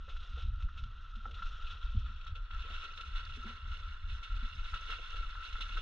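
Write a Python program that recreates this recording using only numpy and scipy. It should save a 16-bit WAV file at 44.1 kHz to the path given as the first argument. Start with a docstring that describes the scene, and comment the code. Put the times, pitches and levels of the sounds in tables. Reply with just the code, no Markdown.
"""Lake shallows, a few metres from a small camera in a closed case: two dogs wade and splash.
Legs churn up drops and bubbles, paws slap the surface, air pockets plop and single drops tick back.
The water reaches the two microphones through the ringing case; wind rumbles on it in gusts, with a
dull thump now and then. The sound starts in dull mono and opens into stereo after a second."""
import sys
import numpy as np
from scipy import signal
from scipy.fft import rfft, irfft, next_fast_len
from scipy.io import wavfile
from scipy.ndimage import uniform_filter1d

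SR = 44100
rng = np.random.default_rng(int(sys.argv[2]) if len(sys.argv) > 2 else 0)


def master_out(mix):
    """Clip the mix to full scale and print it as 16-bit PCM to the path in sys.argv[1]."""
    frames = np.transpose(np.atleast_2d(mix))
    ceiling = np.clip(frames, -1, 1)
    pcm = np.round(ceiling * 32767).astype(np.int16)
    wavfile.write(sys.argv[1], SR, pcm)


N = 256573


def amp(db):
    """Gain of a level in dB."""
    return 10 ** (np.asarray(db) / 20)


def unit_rms(x):
    """Scaled to unit rms."""
    return x / np.sqrt(np.mean(x ** 2) + 1e-20)


def automation(rows):
    """Each level column of a timed table as a fader ride, one value per sample."""
    times, *columns = np.transpose(rows)
    return [np.interp(np.arange(N) / SR, times, column) for column in columns]


def drift(rate_hz):
    """Slow random wobble with a spread of 1."""
    pole = np.exp(-80 * np.pi * rate_hz / SR)   # runs at one step per 40 samples
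    slow = signal.lfilter([1], [1, -2 * pole, pole * pole], rng.standard_normal(N // 40 + 2002))[2000:]
    return np.interp(np.arange(N) / 40, np.arange(len(slow)), unit_rms(slow))


def bursts(times, levels_db, t60s, rise):
    """Envelope of sudden hits that die away; the attack is the share `rise` of each decay time."""
    out, t = np.zeros(N), np.arange(SR // 2) / SR
    for s, level_db, t60 in zip(times, levels_db, t60s):
        start = round(s * SR)
        hit = amp(level_db - 60 * t / t60) * (1 - np.exp(-t / (rise * t60)))
        out[start:start + len(t)] += hit[:N - start]
    return out


def chirps(rows, rise_s, glide):
    """Dying tones whose pitch bends up by the share 2 * glide over their decay time."""
    out, t = np.zeros(N), np.arange(SR // 3) / SR
    for s, level_db, hz, t60 in rows:
        start = round(s * SR)
        turns = hz * t * (1 + glide * t / t60)
        tone = amp(level_db - 60 * t / t60) * (1 - np.exp(-t / rise_s)) * np.sin(2 * np.pi * turns)
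        out[start:start + len(t)] += tone[:N - start]
    return out


def droplets(per_s, spread_db, clump_db, wash):
    """Drops of uneven size land in clumps over a smooth wash; two unrelated rows."""
    sizes = amp(spread_db * np.minimum(rng.exponential(1, N), 5)) * (rng.random(N) < per_s / SR)
    patter = unit_rms(sizes) + wash * np.abs(rng.standard_normal(N))
    clumps = amp(clump_db * (drift(17) + drift(18)))
    return unit_rms(patter * clumps * rng.choice([-1, 1], (2, N)))


def bubbles(per_s, spread_db, cycles, pitches=28):
    """Small bubbles, each ringing some cycles at a pitch of its own; two unrelated rows."""
    sizes = amp(spread_db * np.minimum(rng.exponential(1, (2, N)), 5))
    sizes *= rng.random((2, N)) < per_s / SR
    pitch_index, out = rng.integers(0, pitches, (2, N)), 0
    for k, hz in enumerate(np.geomspace(900, 9000, pitches)):
        decay, step = amp(-60 * hz / (cycles * SR)), 2 * np.pi * hz / SR
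        kicks = sizes * (pitch_index == k) + 1e-18
        out += hz * signal.lfilter([0, np.sin(step)], [1, -2 * decay * np.cos(step), decay ** 2], kicks)
    return unit_rms(out)


# The wading bed: (time [s], spray level [dB], slosh level [dB])
WADING = [(0.0, -72, -60), (0.06, -68.5, -65.5), (0.27, -61, -60.5), (0.48, -69, -62.5), (0.84, -66, -62.5),
          (0.95, -68.5, -62), (1.25, -65.5, -61.5), (1.49, -57, -55.5), (1.72, -59, -55), (2.0, -59, -61),
          (2.25, -62, -60), (2.33, -63, -58.5), (2.49, -66, -60.5), (2.53, -58, -53), (2.72, -54.5, -54.5),
          (2.95, -57, -54), (3.45, -59, -55), (3.6, -65, -57), (3.75, -57.5, -55.5), (3.99, -65, -57),
          (4.12, -62.5, -56), (4.65, -57.5, -55), (4.88, -54.5, -52), (5.39, -58, -53),
          (5.82, -54.5, -53.5)]


def churn():
    """Legs and bodies stir up drops and bubbles: spray, slosh, and the spray's fader ride in dB."""
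    spray_db, slosh_db = automation(WADING)
    drops = droplets(3000, spread_db=-0.5, clump_db=2.0, wash=0.47)
    stirred = unit_rms(drops + 0.64 * bubbles(2000, spread_db=3.0, cycles=31.6))
    return stirred * amp(spray_db), stirred * amp(slosh_db), spray_db


def mist(spray, slap_spray, spray_db):
    """Fine fizz on top of the spray; slaps are duller than the spatter around them."""
    spatter = droplets(830, spread_db=4.0, clump_db=3.5, wash=0.21) * amp(spray_db)
    return (0.76 * spray + 0.5 * spatter + 0.69 * slap_spray) * amp(-17)


def gurgle(spray_db, plop_tails):
    """Sparse glugs that swell with the spray and after each plop."""
    bed_db, mean_spray_db, follow = -78.5, -61, 0.72
    bed = amp(bed_db + follow * (spray_db - mean_spray_db))
    return droplets(300, spread_db=-2.5, clump_db=1.0, wash=0.4) * (bed + plop_tails)


def resonate(force, modes, apart):
    """Neighbouring modes ring to unrelated forces; the right port takes a share `apart` from the other."""
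    size = next_fast_len(N + 8192)
    hz = np.arange(size // 2 + 1) * SR / size
    shake, out, power = rfft(force, size), 0, 0
    for row in range(2):
        ports = 0
        for mode_hz, width_hz, left_db, right_db, lead in modes[row::2]:
            damping = 1j * hz * width_hz
            ringing = (damping / (mode_hz ** 2 - hz ** 2 + damping)) ** 2   # squared for steep flanks
            ports += ringing * np.array([[amp(left_db)], [amp(right_db) * np.exp(1j * lead)]])
        right = np.sqrt(1 - apart) * shake[row] + np.sqrt(apart) * shake[1 - row]
        out += ports * [shake[row], right]
        power += np.mean(np.abs(ports.mean(axis=0)) ** 2)
    return irfft(out, size)[:, :N] / np.sqrt(power)


# The boxy colour of the case, in four banks from low to high; levels are relative within a bank:
# (pitch [Hz], width [Hz], left level [dB], right level [dB], phase lead of the right port [rad])
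GURGLE_MODES = [(460, 426, 3, 0, .1), (754, 240, -2.5, 0, 2)]
SLOSH_MODES = [(973, 260, -31, -23.5, 1.8), (1074, 190, -16.5, -16.5, 1.07), (1349.4, 114, 2.5, -1.5, 0.13),
               (1483, 130, -11.5, -7, .7), (1676, 180, -16.5, -13, 0.71), (1911, 130, -18.5, -15, 0.53)]
SPRAY_MODES = [(2216, 222, -22.5, -13, 3), (2601, 147, -15.5, -12, 0.96), (2814, 280, -14, -8, 1.37),
               (3032, 210, -18, -17, 4), (3248, 130, -13.5, -12.5, -2.5), (3480, 230, -14, -13, 0.53),
               (3730, 430, -16.5, -15, 0.83), (4032, 204, -21, -16.5, 0), (4396, 110, -27.5, -19.5, -2.55)]
MIST_MODES = [(4720, 290, -1, -4.5, 0.84), (5130, 140, -3, 0, -5.65), (5270, 170, 1.5, -8, -6.7),
              (5643, 220, -1.5, 3.5, -2.7), (6185, 250, -0.5, -5, -1.2), (6810, 530, -9, -5.5, 2.1),
              (7700, 680, -16, -17, -2.5), (8730, 450, -11.5, -26, 1.9), (11400, 4800, -30, -34.5, -24)]


def ringing_case(glugs, slosh, spray, fizz):
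    """Each water layer shakes its own bank of case resonances on the way to the microphone ports."""
    return (resonate(glugs, GURGLE_MODES, apart=0.1) + resonate(slosh, SLOSH_MODES, apart=0.015)
            + resonate(spray, SPRAY_MODES, apart=0.035) + resonate(fizz, MIST_MODES, apart=0.13))


def turbulence(spectrum, even_s):
    """Low noise of a given colour whose own swell is evened out over even_s."""
    hz = np.maximum(np.arange(N // 2 + 1) * SR / N, 1)
    eq_hz, eq_db = np.transpose(spectrum)
    colour = amp(np.interp(np.log(hz), np.log(eq_hz), eq_db, left=-80, right=-120))
    air = unit_rms(irfft(rfft(rng.standard_normal(N)) * colour, N))
    local_power = uniform_filter1d(air ** 2, size=round(even_s * SR))
    return unit_rms(air / np.sqrt(local_power + 0.034))


# The wind bed, pre-fader: (time [s], rumble level [dB], flutter level [dB])
WIND_BED = [(0.0, -44, -52), (0.57, -46, -52), (1.12, -46, -55.5), (1.65, -46, -55.5), (2.04, -43.5, -51),
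            (2.83, -50.5, -56), (3.08, -48.5, -50), (5.27, -42.5, -55.5), (5.54, -50.5, -58),
            (5.82, -41.5, -59)]
# Brief dips in the bed, and one lift: (time [s], level change [dB])
WIND_LULLS = [(.03, -1.5), (.26, -11), (1.8, -9), (2.48, -11), (2.83, -2.5), (3.651, 3.5), (3.98, -3),
              (4.27, -9), (4.52, -4), (5.45, -8)]
# EQ curves of the four wind layers: (frequency [Hz], relative level [dB])
RUMBLE_EQ = [(12, -16), (20, 0.5), (36, -4), (55, -16.5), (80, -35)]
FLUTTER_EQ = [(40, -18), (58, 2), (75, -1), (100, -14), (140, -29.5), (200, -49.5)]
RUSTLE_EQ = [(100, -16), (140, -1), (220, -0.5), (280, -11), (420, -34.5)]
SIDE_AIR_EQ = [(15, 5), (40, -2), (90, -9), (200, -18.5), (350, -23.5), (600, -48.5)]


def wind():
    """Air buffets the case: rumble, flutter and rustle at both ports, a little side air for width."""
    t = np.arange(N) / SR
    buffet_db, buffet_hz, lull_half_width_s = 4, 7.0, 0.034
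    buffets = amp(buffet_db * np.array([drift(buffet_hz), drift(buffet_hz)]))
    lulls_db = sum(db * np.exp(-((t - s) / lull_half_width_s) ** 2) for s, db in WIND_LULLS)
    rumble, flutter = amp(automation(WIND_BED) + lulls_db) * buffets + gusts()
    rustle = amp(-48.5) * flutter ** 0.51   # the upper edge swings less than the flutter
    body = rumble * turbulence(RUMBLE_EQ, 0.07) + flutter * turbulence(FLUTTER_EQ, 0.064)
    body += rustle * turbulence(RUSTLE_EQ, 0.27)
    side_air = rumble * amp(-29) * turbulence(SIDE_AIR_EQ, 1.0)
    return body + side_air * [[1], [-1]]


# Round plops, pre-fader: (time [s], level [dB], pitch [Hz])
AIR_POCKETS = [(0.078, -52, 500), (0.25, -62, 646), (0.372, -49.5, 453), (1.2545, -43.5, 770),
               (1.321, -64, 428), (2.358, -55, 465), (2.648, -52.5, 440), (2.702, -49, 630),
               (2.834, -54, 620), (2.98, -58, 506), (3.369, -53, 400), (3.443, -49.5, 341),
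               (3.47, -51, 735), (3.5, -53, 468), (4.734, -52, 860), (4.892, -48, 434), (4.988, -49, 473),
               (5.141, -53.5, 496), (5.202, -56, 500), (5.583, -56, 424), (5.751, -54.5, 307),
               (5.771, -56, 453)]


def plops(cycles=24.5, tail_db=-15, tail_t60_s=0.18):
    """Air pockets close behind a paw and ring upward: the tones, and the envelope of their gurgle."""
    tones = chirps([(s, db, hz, cycles / hz) for s, db, hz in AIR_POCKETS], rise_s=0.0024, glide=0.18)
    times, levels_db, _ = np.transpose(AIR_POCKETS)
    tails = bursts(times, levels_db + tail_db, [tail_t60_s] * len(times), rise=0.011)
    return tones, tails


# Splash hits, pre-fader: (time [s], spray level [dB], slosh level [dB], spray's 60 dB decay [s])
SPLASH_HITS = [(0.0838, -40.5, -38.5, 0.17), (0.164, -40, -34.5, 0.047), (0.223, -42.5, -43, 0.11),
               (0.371, -41, -43, 0.27), (0.4194, -42, -42.5, 0.035), (0.6201, -39, -40.5, 0.046),
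               (0.687, -56, -36.5, 0.07), (0.7711, -40, -41, 0.13), (0.836, -35.5, -42, 0.015),
               (0.886, -54, -49, 0.032), (1.105, -60, -46.5, 0.042), (1.151, -43, -46, 0.071),
               (1.275, -49, -49, 0.035), (1.2541, -55, -29.5, 0.034), (1.309, -38, -52, 0.037),
               (1.339, -37.5, -49, 0.074), (1.386, -48, -35, 0.081), (1.4213, -36, -29, 0.044),
               (1.481, -45, -66, 0.073), (1.6214, -35.5, -39, 0.022), (1.6615, -36, -54, 0.11),
               (1.696, -35.5, -57, 0.16), (1.8254, -37, -58, 0.037), (2.062, -49, -36.5, 0.3),
               (2.2094, -38, -73, 0.028), (2.2639, -33.5, -34, 0.08), (2.35, -35.5, -41.5, 0.082),
               (2.5058, -37, -33, 0.035), (2.53, -49, -35.5, 0.19), (2.618, -34, -49, 0.038),
               (2.6848, -40, -35.5, 0.45), (2.729, -41, -37.5, 0.23), (2.835, -34, -36, 0.082),
               (2.9739, -31.5, -39, 0.024), (3.0069, -29.5, -34.5, 0.04), (3.152, -36.5, -34.5, 0.12),
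               (3.191, -45, -34.5, 0.11), (3.25, -41, -65, 0.036), (3.329, -40.5, -62, 0.16),
               (3.469, -40, -32, 0.29), (3.655, -65, -40, .05), (4.08, -41.5, -63, 0.26),
               (4.2273, -34.5, -42, 0.1), (4.7359, -34, -26.5, 0.16), (4.862, -40, -43, 0.33),
               (4.8994, -33.5, -30.5, 0.14), (4.9235, -42, -29, 0.11), (5.1595, -38, -40, 0.12),
               (5.3524, -65, -29, 0.013), (5.422, -37, -44, 0.29), (5.524, -36.5, -52, 0.056),
               (5.554, -61, -30, 0.032), (5.6055, -27.5, -31, 0.093), (5.691, -56, -42, 0.044),
               (5.7693, -32.5, -27.5, 0.068)]


def slaps(crest=2.12, smack_db=11.5):
    """Paws and bodies smack the surface and throw a dense sheet of water: spray and slosh."""
    times, spray_db, slosh_db, t60s = np.transpose(SPLASH_HITS)
    sheet = rng.choice([-1, 1], (2, N)) / crest
    spray = sheet * bursts(times, spray_db, t60s, rise=0.062)
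    slosh = 0.68 * sheet * bursts(times, slosh_db, 0.96 * t60s, rise=0.045)
    slosh[:, np.round(times * SR).astype(int)] += amp(slosh_db + smack_db)   # the first contact
    return spray, slosh


# Wind swells, pre-fader: (peak time [s], rumble level [dB], flutter level [dB], half width [s])
WIND_GUSTS = [(0.181, -45.5, -81, 0.055), (0.311, -49, -72, 0.043), (0.478, -40, -41, 0.039),
              (0.569, -44, -46, 0.045), (.65, -29, -43.5, 0.023), (.76, -45, -59, 0.012),
              (0.832, -49, -38.5, 0.0092), (1.25, -47, -58, 0.015), (1.65, -39, -68, 0.028),
              (1.852, -36, -59, 0.011), (1.979, -34, -28, 0.018), (2.05, -41, -42, 0.032),
              (2.16, -49, -56, 0.022), (2.32, -47.5, -64, .02), (2.43, -46.5, -64, 0.036),
              (2.548, -39, -46.5, 0.029), (2.742, -45.5, -53, 0.047), (3.162, -35, -59, 0.033),
              (3.709, -37, -38.5, 0.02), (3.85, -42, -71, 0.027), (3.94, -43, -61, 0.013),
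              (4.041, -41.5, -49, 0.011), (4.119, -42, -41, 0.033), (4.348, -36.5, -46.5, 0.042),
              (4.46, -45, -67, 0.018), (4.598, -40, -65, 0.017), (4.739, -41, -50.5, 0.032),
              (4.901, -45, -58.5, 0.049), (5.188, -41.5, -55, 0.084), (5.55, -38, -50.5, 0.015),
              (5.75, -46, -56, 0.037)]


def gusts():
    """Gusts push on the case: bell-shaped swells for the rumble and flutter envelopes."""
    t = np.arange(N) / SR
    return sum(amp([[rumble_db], [flutter_db]]) * np.exp(-((t - s) / half_s) ** 2)
               for s, rumble_db, flutter_db, half_s in WIND_GUSTS)


# Sparkle from single drops: (time [s], level [dB], pitch [Hz])
FALLING_DROPS = [(0.4244, -54, 4370), (0.8379, -52, 4330), (1.1568, -66, 4500), (2.2493, -47, 6200),
                 (2.6105, -54, 4460), (2.6414, -56, 4330), (2.6837, -53, 4410), (3.0619, -58, 4360),
                 (3.251, -41, 4400), (3.3417, -58, 4360), (3.446, -51, 4420), (4.7625, -50, 4460)]


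def drop_ticks(cycles=36):
    """Single drops fall back into the lake, each with a bright tick."""
    return chirps([(s, db, hz, cycles / hz) for s, db, hz in FALLING_DROPS], rise_s=0.00038, glide=0.05)


# Low accents, pre-fader: (time [s], level [dB], pitch [Hz])
CASE_THUMPS = [(0.46, -48, 168), (0.646, -46, 157), (0.821, -53, 219), (1.166, -46, 215),
               (1.26, -51.5, 229), (1.406, -51, 170), (1.944, -36.5, 209), (2.092, -51, 205),
               (2.695, -54.5, 208), (3.373, -44.5, 242), (3.453, -37, 216), (3.489, -43, 230),
               (4.424, -42.5, 228.5), (5.599, -56.5, 238), (5.697, -56, 223)]


def thumps(t60_s=0.11):
    """Dull thumps come through the case: short low tones with a soft attack."""
    return chirps([(s, db, hz, t60_s) for s, db, hz in CASE_THUMPS], rise_s=0.0077, glide=0.01)


def scene():
    """The mix at the two ports; plops, wind and thumps are slightly louder on the left."""
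    spray, slosh, spray_db = churn()
    plop_tones, plop_tails = plops()
    slap_spray, slap_slosh = slaps()
    fizz = mist(spray, slap_spray, spray_db)
    glugs = gurgle(spray_db, plop_tails)
    water = ringing_case(glugs, slosh + slap_slosh, spray + slap_spray, fizz)
    water += drop_ticks() + plop_tones * amp([[0.6], [-0.7]])
    return water + (wind() + thumps()) * amp([[0.25], [-0.25]])


def record(dry):
    """A dulled left port feeds both channels until the stereo opens; faint hiss, the top is cut."""
    mono_cut_hz, top_cut_hz, hiss_db = 7000, 15200, -100
    mono = signal.sosfilt(signal.butter(4, mono_cut_hz, fs=SR, output="sos"), dry[0])
    width = np.interp(np.arange(N) / SR, [1.1, 3.3], [0, 1])   # opens between these times [s]
    out = mono + width * (dry - mono) + amp(hiss_db) * rng.standard_normal((2, N))
    return signal.sosfilt(signal.cheby2(12, 70, top_cut_hz, fs=SR, output="sos"), out)


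dry = scene()
out = record(dry)
master_out(out)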